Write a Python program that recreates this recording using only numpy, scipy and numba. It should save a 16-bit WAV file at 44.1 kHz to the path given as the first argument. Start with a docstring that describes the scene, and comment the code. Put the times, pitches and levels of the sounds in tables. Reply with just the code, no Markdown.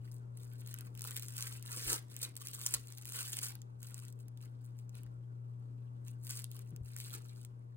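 """Stiff paper rustles softly, then crackles, over a low hum in a small room.
A cat is biting, tugging and pawing at a hand-held roll of honeycomb packing paper, close to a phone.
Each squeeze sets off a swarm of tiny creases, a scrape of the layers and a lower crunch; single paper
cells buckle in sharp snaps or tear in short rips. A few soft bumps land, most of them near the end.
An appliance hums throughout, at twice the frequency of the mains power."""
import sys
import numpy as np
from scipy import signal
from scipy.fft import rfft, irfft
from scipy.io import wavfile
from scipy.ndimage import map_coordinates
from numba import njit

SR = 44100
rng = np.random.default_rng(int(sys.argv[2]) if len(sys.argv) > 2 else 0)


def output_pcm(signal):
    """Save a mono or channel-first signal as 16-bit PCM at the path in sys.argv[1].

    Samples are clipped to [-1, 1] before scaling.
    """
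    pcm = np.clip(np.atleast_2d(signal).T, -1, 1) * 32767
    wavfile.write(sys.argv[1], SR, np.round(pcm).astype(np.int16))


N = 342216
TIME = np.arange(N) / SR

# each bite, tug or shift of the grip: (start [s], hold [s], effort [dB], offset for the crunch [dB])
SQUEEZES = [(0.035, 0.037, -71, -2.5), (.115, 0.032, -62.5, -27), (0.376, 0.18, -68, -10),
            (0.591, 0.024, -63, -10), (.675, 0.04, -57, -12), (0.76, 0.12, -67, -5), (.96, 0.034, -65, -6),
            (1.04, 0.14, -53, -9.5), (1.222, .11, -55, -12), (1.366, .11, -48, -13.5),
            (1.511, .06, -55, -9.5), (1.656, 0.037, -55, -9), (1.719, 0.14, -47, -14),
            (1.87, 0.075, -38.5, -13), (2.116, 0.073, -57, -12), (2.23, 0.018, -47, -13),
            (2.41, 0.14, -54, -13), (2.55, 0.17, -49, -16.5), (2.738, 0.013, -47, -11.5),
            (2.799, 0.14, -61, -13), (2.974, 0.041, -57, -14.5), (3.069, 0.03, -50, -18.5),
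            (3.145, 0.068, -43.5, -13), (3.26, .05, -48, -17), (3.33, .06, -47.5, -15),
            (3.432, .03, -42, -15), (3.48, 0.03, -52, -16), (3.82, 0.1, -62, -9.5), (3.95, .04, -62, -9.5),
            (4.03, 0.065, -66, -8.5), (4.19, 0.029, -71, -11), (4.414, 0.0437, -67.5, -6),
            (4.628, 0.046, -73.5, -11), (4.781, 0.043, -76.5, -9), (4.955, 0.03, -66.5, -8.5),
            (6.071, .025, -60.5, -16), (6.25, .035, -55, -18), (6.3, 0.1, -49.5, -16),
            (6.519, 0.091, -65, -11.5), (6.67, 0.034, -70, -9.5), (6.86, 0.1, -66, -8),
            (6.99, .09, -54, -12), (7.133, 0.023, -50, -11), (7.223, 0.2, -67, -7)]
# the harder the squeeze, the more creases: (effort [dB], creases [1/s])
CREASE_RATE = [(-75, 100), (-58, 210), (-48, 450), (-38, 1400)]
# tone of the rustle: (frequency [Hz], level [dB])
RUSTLE_TONE = [(100, -34), (350, -14.5), (750, -14), (1500, -11.5), (3000, -12), (5500, -7), (9000, -1),
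               (12000, -1.5), (15500, -7)]
# single cells buckling: (time [s], level [dB])
SNAPS = [(0.3728, -49), (0.433, -50), (0.6623, -49), (0.6745, -45.5), (0.741, -36), (0.7872, -42),
         (0.809, -42), (0.9516, -48), (0.9755, -45), (0.9938, -43.5), (1.009, -39.5), (1.0194, -35.5),
         (1.0415, -37), (1.0737, -36), (1.109, -37.5), (1.161, -40), (1.1659, -30), (1.1739, -34.5),
         (1.1798, -42), (1.196, -39), (1.224, -38.5), (1.2325, -44), (1.2841, -38.5), (1.3059, -46),
         (1.367, -35.5), (1.3806, -35), (1.387, -38.5), (1.408, -35), (1.425, -31), (1.472, -35),
         (1.5244, -41), (1.6256, -42), (1.7177, -36.5), (1.7947, -40), (1.8808, -37), (1.9302, -22.5),
         (2.1654, -38), (2.3547, -50), (2.3655, -37), (2.3677, -40), (2.3755, -44), (2.42, -42.5),
         (2.4712, -34.5), (2.4847, -39), (2.534, -39), (2.547, -41), (2.6147, -37.5), (2.636, -42),
         (2.662, -32.5), (2.6707, -35), (2.7404, -25), (2.872, -48), (2.923, -44), (2.9747, -47),
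         (2.983, -42), (3.0237, -49), (3.0547, -37.5), (3.122, -37), (3.202, -42), (3.208, -39),
         (3.2318, -42), (3.252, -42), (3.332, -32), (3.369, -32), (3.389, -32), (3.4306, -31),
         (3.5537, -43.5), (3.618, -47.5), (3.83, -42), (3.8708, -50), (3.9441, -40), (3.98, -46),
         (3.9919, -47), (4.0, -49), (4.0515, -48.5), (4.083, -48.5), (4.1259, -52.5), (4.283, -52.5),
         (4.374, -53), (4.4191, -63), (4.4558, -55), (4.646, -58), (4.789, -54.5), (4.894, -54.5),
         (4.953, -50.5), (4.9623, -60), (4.976, -60), (5.0338, -51), (6.0761, -55), (6.0824, -47),
         (6.269, -43), (6.3074, -33.5), (6.392, -40), (6.4428, -36), (6.5153, -43.5), (6.566, -46),
         (6.5919, -45), (6.7627, -46), (6.9645, -36), (6.9752, -46), (6.986, -40), (7.0021, -39),
         (7.097, -48), (7.14, -38.5), (7.449, -46)]
# tone of a snap, fuller in the low treble than the rustle: (frequency [Hz], level [dB])
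SNAP_TONE = [(200, -22.5), (1300, -10), (2600, -4), (5500, -3.5), (9500, -2.5), (15500, -3)]
# a run of cells tearing in one go: (time [s], length [s], level [dB])
RIPS = [(1.894, .003, -42), (1.9, 0.0038, -34), (2.214, 0.0053, -40.5), (2.228, 0.007, -36),
        (2.662, 0.0033, -27.5), (2.7381, 0.0097, -32), (3.432, .006, -41.5), (6.293, 0.002, -42.5),
        (6.307, 0.0025, -44), (6.371, 0.0081, -48.5)]
# how often larger folds give way: (at a light bend [1/s], at a hard bend [1/s])
FOLDS_PER_S = [130, 420]
# tone of those folds: (frequency [Hz], level [dB])
FOLD_TONE = [(60, -16), (350, -8), (700, -9), (1300, -9.5), (2200, -8.5), (4000, -4.5), (9000, -6.5)]
# a whole fold popping: (time [s], level [dB], pitch [Hz])
POPS = [(0.741, -45, 1490), (1.05, -39.5, 1300), (1.076, -49, 1980), (1.109, -45, 1450),
        (1.175, -45.5, 1680), (1.468, -42.5, 2000), (1.878, -41, 900), (1.934, -40, 931),
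        (3.165, -45.5, 3700), (3.202, -41.5, 3950), (3.33, -39, 3460), (3.391, -49.5, 1825),
        (5.064, -59.5, 1670), (7.149, -49, 1200)]
# hard tugs that shake the whole roll: (start [s], hold [s], level [dB])
TUGS = [(1.715, .12, -67), (1.87, .08, -55.5), (2.22, .02, -64.5), (2.744, 0.013, -62), (7.14, .025, -63.5)]
# dull tone of the shaken roll: (frequency [Hz], level [dB])
TUG_TONE = [(80, -13), (200, 0), (350, -0.5), (750, -4.5), (1300, -17), (4000, -40.5)]
# air spaces between the rolled layers: (pitch [Hz], width [Hz], level [dB])
HOLLOWS = [(1450, 440, -3), (2615, 590, -6.5), (4340, 750, -0.5)]
# soft bumps on hand and cushion: (time [s], level [dB], pitch [Hz], fade time [s])
BUMPS = [(1.86, -46, 42.6, 0.037), (2.746, -52, 54.7, 0.026), (5.05, -60, 65, .04),
         (6.725, -44.5, 154.5, 0.023), (6.81, -40.5, 80, 0.019), (7.149, -56, 350, 0.011)]
# loudness of the appliance: (time [s], level [dB])
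HUM_LEVEL = [(0.09, -46), (1.72, -47.5), (2.13, -51), (2.22, -49), (2.36, -52.5), (2.72, -50), (2.9, -51.5),
             (3.45, -49), (5.62, -45), (6.76, -46.5), (7.71, -49.5)]
# its hum, then its fan tones: (pitch [Hz], offset from the appliance's level [dB])
HUM_TONES = [(119.9, -1), (187, -30), (268, -32), (402, -37)]
# faint bands of background noise: (pitch [Hz], level [dB])
WHIRR_BANDS = [(430, -81), (860, -85.5), (1100, -89), (1400, -89)]
# tone of the low room noise: (frequency [Hz], level [dB])
LOW_AIR_TONE = [(22, -21.5), (55, -0.5), (110, 0), (200, -2), (330, -4.5), (480, -11.5), (700, -20.5),
                (1100, -22), (2000, -36), (4000, -42.5), (9000, -38), (16000, -56)]
# tone of the room noise that differs between left and right: (frequency [Hz], level [dB])
WIDE_AIR_TONE = [(25, -21.5), (60, -7), (200, -2), (330, -2), (500, 0), (750, -6), (1100, -7.5),
                 (1600, -19), (2500, -23.5), (5000, -33), (10000, -36), (16000, -41)]
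# detours of the sound that bounces off hand, cat and leg: (extra path [m])
BOUNCE_PATHS = [.22, 0.898, 2.398, 3.1]
# how far the paper's sound is ahead at the left microphone: (frequency [Hz], phase lead [rad])
LEFT_LEAD = [(250, 0), (560, 3.0), (850, 4.2), (1300, 4.3), (2500, 3.7), (5300, 3.1), (8400, 6.3),
             (11900, 9.4), (15000, 12.6)]

# a squeeze builds up, then relaxes; the heavy roll settles more slowly than the loose edges
BUILD_DB_PER_S, RELAX_DB_PER_S, SETTLE_DB_PER_S = 519.5, 379.5, 260
RESTING_DB = -92.5  # paper lying still in the hand
CRACKLE_DB, SCRAPE_DB, CRUNCH_DB = -1.5, -5, 2
RIP_CELLS_PER_S, RIP_FALL_DB_PER_S = 2200, 4001.5
RING_GAIN, RING_SHARPNESS = 1.6, 4  # how a patch of paper rings


def paper():
    """Snaps and rips over scraping layers and tiny creases, which crowd together in a hard squeeze."""
    starts, holds, levels_db, _ = np.transpose(SQUEEZES)
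    effort_db = effort(starts, holds, levels_db, RELAX_DB_PER_S)
    rate = np.interp(effort_db, *np.transpose(CREASE_RATE))
    scrape = unit(undb(3.5 * wander(110))) * rng.standard_normal(N)  # the layers catch and slip
    crackle = swarm(rate, low_hz=2800, high_hz=15300, decay_s=0.00049)
    rustle = rips() + undb(effort_db) * (undb(CRACKLE_DB) * crackle + undb(SCRAPE_DB) * scrape)
    return snaps() + hollows(shape_tone(rustle, RUSTLE_TONE))


def effort(starts, holds, levels_db, fall_db_per_s):
    """How hard the paper is worked, in dB: each squeeze builds up to its start, holds and falls away."""
    power = np.full(N, undb(RESTING_DB) ** 2)
    for start, hold, db in zip(starts, holds, levels_db):
        near = slice(max(int((start - .2) * SR), 0), int((start + hold + .5) * SR))
        age = TIME[near] - start
        before_db = BUILD_DB_PER_S * np.maximum(-age, 0)
        after_db = fall_db_per_s * np.maximum(age - hold, 0)
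        power[near] += undb(db - before_db - after_db) ** 2
    return 10 * np.log10(power)


def creases(times, gains, ring_hz, decay_s, ring_gain=RING_GAIN, size=512):
    """Each crease is a crack that dies in a moment and makes its own patch of paper ring."""
    age = np.arange(size) / SR
    noise = rng.standard_normal((len(times), size + 1))
    decay = decay_s * 2 ** (noise[:, :1] / 2)  # each crack fades at its own speed
    flutter = .05 * np.exp(-age / .003)
    cracks = noise[:, 1:] * (np.exp(-age / decay) + flutter)
    hz, centre = np.fft.rfftfreq(size, 1 / SR) + 1, ring_hz[:, None]
    ring = ring_gain / (1 + 1j * RING_SHARPNESS * (hz / centre - centre / hz))
    cracks = irfft(rfft(cracks) * (1 + ring))
    strength = np.sqrt(np.sum(cracks ** 2, axis=1) * 1000 / SR)  # as if packed into one millisecond
    cracks *= (gains / strength)[:, None]
    places = (times * SR).astype(int)[:, None] + np.arange(size)
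    return np.bincount(places.ravel(), cracks.ravel(), N + size)[:N]


def swarm(rate, low_hz, high_hz, decay_s, ring_gain=RING_GAIN):
    """Creases at random moments, about `rate` each second, many small and few large."""
    hits = np.flatnonzero(rng.random(N) < rate / SR)
    sizes = unit((.16 + rng.random(len(hits))) ** -.75)
    gains = sizes * np.sqrt(1000 / rate[hits])  # a denser swarm is no louder
    ring_hz = low_hz * (high_hz / low_hz) ** rng.random(len(hits))
    return creases(hits / SR, gains, ring_hz, decay_s, ring_gain)


def snaps():
    """Single cells buckle with a dry crack; the sheet around each gives a short, lower jolt."""
    times, db = np.transpose(SNAPS)
    ring_hz = 6000 * 2 ** (1.2 * rng.random(len(times)))
    jolts = creases(times, undb(db - 8), ring_hz / 3.6, decay_s=.0007)
    cracks = creases(times, undb(db), ring_hz, decay_s=.0006)
    return shape_tone(cracks + jolts, SNAP_TONE)


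def rips():
    """Tears start at once, run through the cells as a tight burst of cracks and stop short."""
    gain = np.zeros(N)
    for start, length, db in RIPS:
        age = TIME - start
        fall_db = RIP_FALL_DB_PER_S * np.maximum(age - length, 0)
        gain += (age > 0) * undb(np.maximum(db - fall_db, -200))
    rate = np.where(gain > undb(-70), RIP_CELLS_PER_S, 1e-9)
    return gain * swarm(rate, low_hz=3500, high_hz=13000, decay_s=0.00092)


def crunch():
    """Larger folds give way with a lower, longer crunch, more of them the harder the roll bends."""
    starts, holds, levels_db, offsets_db = np.transpose(SQUEEZES)
    bend_db = effort(starts, holds, levels_db + offsets_db, SETTLE_DB_PER_S)
    rate = np.interp(bend_db, [-77, -57], FOLDS_PER_S)
    folds = swarm(rate, low_hz=1060, high_hz=3520, decay_s=0.00091, ring_gain=7.2)
    return undb(bend_db + CRUNCH_DB) * shape_tone(folds, FOLD_TONE)


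def pops():
    """A whole fold gives way with a hollow pop, longer and lower than a snap."""
    times, db, hz = np.transpose(POPS)
    return shape_tone(creases(times, undb(db), hz, decay_s=0.0011, ring_gain=3.5), FOLD_TONE)


def tugs():
    """The whole roll flexes with a dull, low rumple when it is pulled hard."""
    pull_db = effort(*np.transpose(TUGS), SETTLE_DB_PER_S)
    rumple = unit(undb(5.8 * wander(90))) * rng.standard_normal(N)
    return undb(pull_db) * shape_tone(rumple, TUG_TONE)


def hollows(sound):
    """Air spaces in the roll ring along, drifting at random in pitch and strength."""
    out = sound
    for hz, width_hz, db in HOLLOWS:
        centre_hz = hz * np.exp(.1 * wander(12))
        gain = undb(db + 3 * wander(16))
        out = out + gain * resonate(sound + 1e-18, centre_hz, float(width_hz))
    return out


def bumps():
    """Soft knocks on hand and cushion: a thud that dies quickly, with a dull scuff."""
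    out = np.zeros(N)
    for start, db, hz, decay_s in BUMPS:
        age = np.maximum(TIME - start, 0)
        thud = np.sin(2 * np.pi * hz * age)
        scuff = unit(muffle(rng.standard_normal(N), 2 * hz, order=4))
        rise_and_fade = (1 - np.exp(-age / 0.00018)) * np.exp(-age / decay_s)
        out += undb(db) * rise_and_fade * (thud + .5 * scuff)
    return out


def appliance():
    """A steady magnetic hum with a few faint, wavering fan tones."""
    (hum_hz, hum_db), *fan_tones = HUM_TONES
    out = undb(hum_db) * sine(hum_hz + 0.2 * wander(5.4))
    for hz, db in fan_tones:
        out += undb(db + 2 * wander(4.2)) * sine(hz + 2 * wander(8))
    return np.sqrt(2) * undb(curve(HUM_LEVEL) + .3 * wander(12)) * out


def whirr(width_hz=180., flicker_db=5):
    """Faint bands of background noise, each drifting in pitch and fading in and out on its own."""
    out = np.zeros(N)
    for hz, db in WHIRR_BANDS:
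        gain = undb(db + flicker_db * wander(13))
        centre_hz = hz * np.exp(.06 * wander(7))
        band = resonate(rng.standard_normal(N), centre_hz, width_hz)
        out += gain * unit(resonate(band, centre_hz, width_hz))  # a second pass makes the edges steeper
    return out


def room_air(low_db=-66, wide_db=-67.5):
    """Soft, wavering room noise: a low part, and a wide part with opposite signs left and right."""
    low = undb(low_db + 1.5 * wander(12)) * shape_tone(rng.standard_normal(N), LOW_AIR_TONE)
    wide = undb(wide_db + 0.89 * wander(15)) * shape_tone(rng.standard_normal(N), WIDE_AIR_TONE)
    return low, wide * np.array([[1], [-1]])


def bounces(sound, level_db=-7, sway_m=0.078):
    """Dull echoes off nearby bodies; their paths to each microphone change as the roll moves."""
    dull = muffle(sound, above_hz=4480)
    out = np.zeros((2, N))
    for side in out:
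        for metres in BOUNCE_PATHS:
            delay_s = (metres + sway_m * wander(6)) / 343  # sound travels 343 m/s
            side += map_coordinates(dull, [(TIME - delay_s) * SR], order=1)
    return undb(level_db) * out / np.sqrt(len(BOUNCE_PATHS))


def room_echo(sound, fade_s=0.28, level_db=-17, size=20000):
    """The blurred, dull echo of a small furnished room, different on each side."""
    age = np.arange(size) / SR
    tail = rng.standard_normal((2, size)) * undb(-60 * age / fade_s) * (1 - np.exp(-age / .004))
    tail /= np.sqrt(np.sum(tail ** 2) / 2)
    tail = muffle(tail, above_hz=7000)
    return undb(level_db) * signal.fftconvolve(sound[None], tail, axes=1)[:, :N]


def two_microphones(sound):
    """The left and right microphones hear a near sound at different moments."""
    lead = np.interp(np.fft.rfftfreq(N, 1 / SR), *np.transpose(LEFT_LEAD))
    return np.array([sound, irfft(rfft(sound) * np.exp(-1j * lead), N)])


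def undb(db):
    """Turn decibels into a number to multiply by."""
    return 10 ** (np.asarray(db) / 20)


def unit(x):
    """Scale to an average power of 1."""
    return x / np.sqrt(np.mean(x ** 2))


def curve(rows):
    """Join (time [s], value) rows by straight lines."""
    return np.interp(TIME, *np.transpose(rows))


def wander(turns_per_s):
    """A random drift that strays about 1 either side of zero."""
    points = rng.standard_normal(4096)
    return 1.2 * np.interp(TIME * turns_per_s, np.arange(len(points)), points)


def sine(hz):
    """A pure tone that follows a moving pitch."""
    return np.sin(2 * np.pi * np.cumsum(hz) / SR)


def muffle(sound, above_hz, order=1):
    """Soften the highs; a higher order cuts more steeply."""
    return signal.sosfilt(signal.butter(order, above_hz, fs=SR, output="sos"), sound)


def shape_tone(sound, tone):
    """Filter by a tone table, scaled so that white noise keeps its power."""
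    hz, db = np.transpose(tone)
    log_hz = np.log(np.fft.rfftfreq(N, 1 / SR) + 1)
    gain = unit(undb(np.interp(log_hz, np.log(hz), db)))
    # fold the filter forward in time, so it rings after a click and never before it
    cepstrum = irfft(np.log(gain), N)
    cepstrum[1:N // 2] *= 2
    cepstrum[N // 2 + 1:] = 0
    return irfft(rfft(sound) * np.exp(rfft(cepstrum)), N)


@njit
def resonate(sound, hz, width_hz):
    """Let through only a band around a moving pitch."""
    out, band_state, low_state = np.empty(len(sound)), 0., 0.
    for i in range(len(sound)):
        step, damping = np.tan(np.pi * hz[i] / SR), width_hz / hz[i]
        band = (band_state + step * (sound[i] - low_state)) / (1 + step * (step + damping))
        band_state = 2 * band - band_state
        low_state += 2 * step * band
        out[i] = damping * band
    return out


def scene():
    """The paper is close in front; hum, bumps and low room noise lean to the left."""
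    crinkle = paper()
    roll = hollows(crunch()) + pops() + tugs()
    outgoing = crinkle + undb(8) * roll  # big folds send sound all around, so more of it comes back
    echoes = bounces(outgoing) + room_echo(outgoing)
    low_air, wide_air = room_air()
    scattered = undb(-8) * np.array([snaps(), snaps()])  # cells scatter each snap differently to each side
    direct = two_microphones(crinkle + roll + whirr())
    leaning_left = np.array([[1.25], [.75]]) * (appliance() + bumps() + low_air)
    return direct + scattered + echoes + leaning_left + wide_air


def record(dry, low_cut_hz=32, top_hz=16000):
    """The phone cuts the deepest rumble and the highest treble."""
    thin = signal.sosfilt(signal.butter(3, low_cut_hz, "highpass", fs=SR, output="sos"), dry)
    return signal.sosfilt(signal.ellip(8, .2, 70, top_hz, fs=SR, output="sos"), thin)


dry = scene()
out = record(dry)
output_pcm(out)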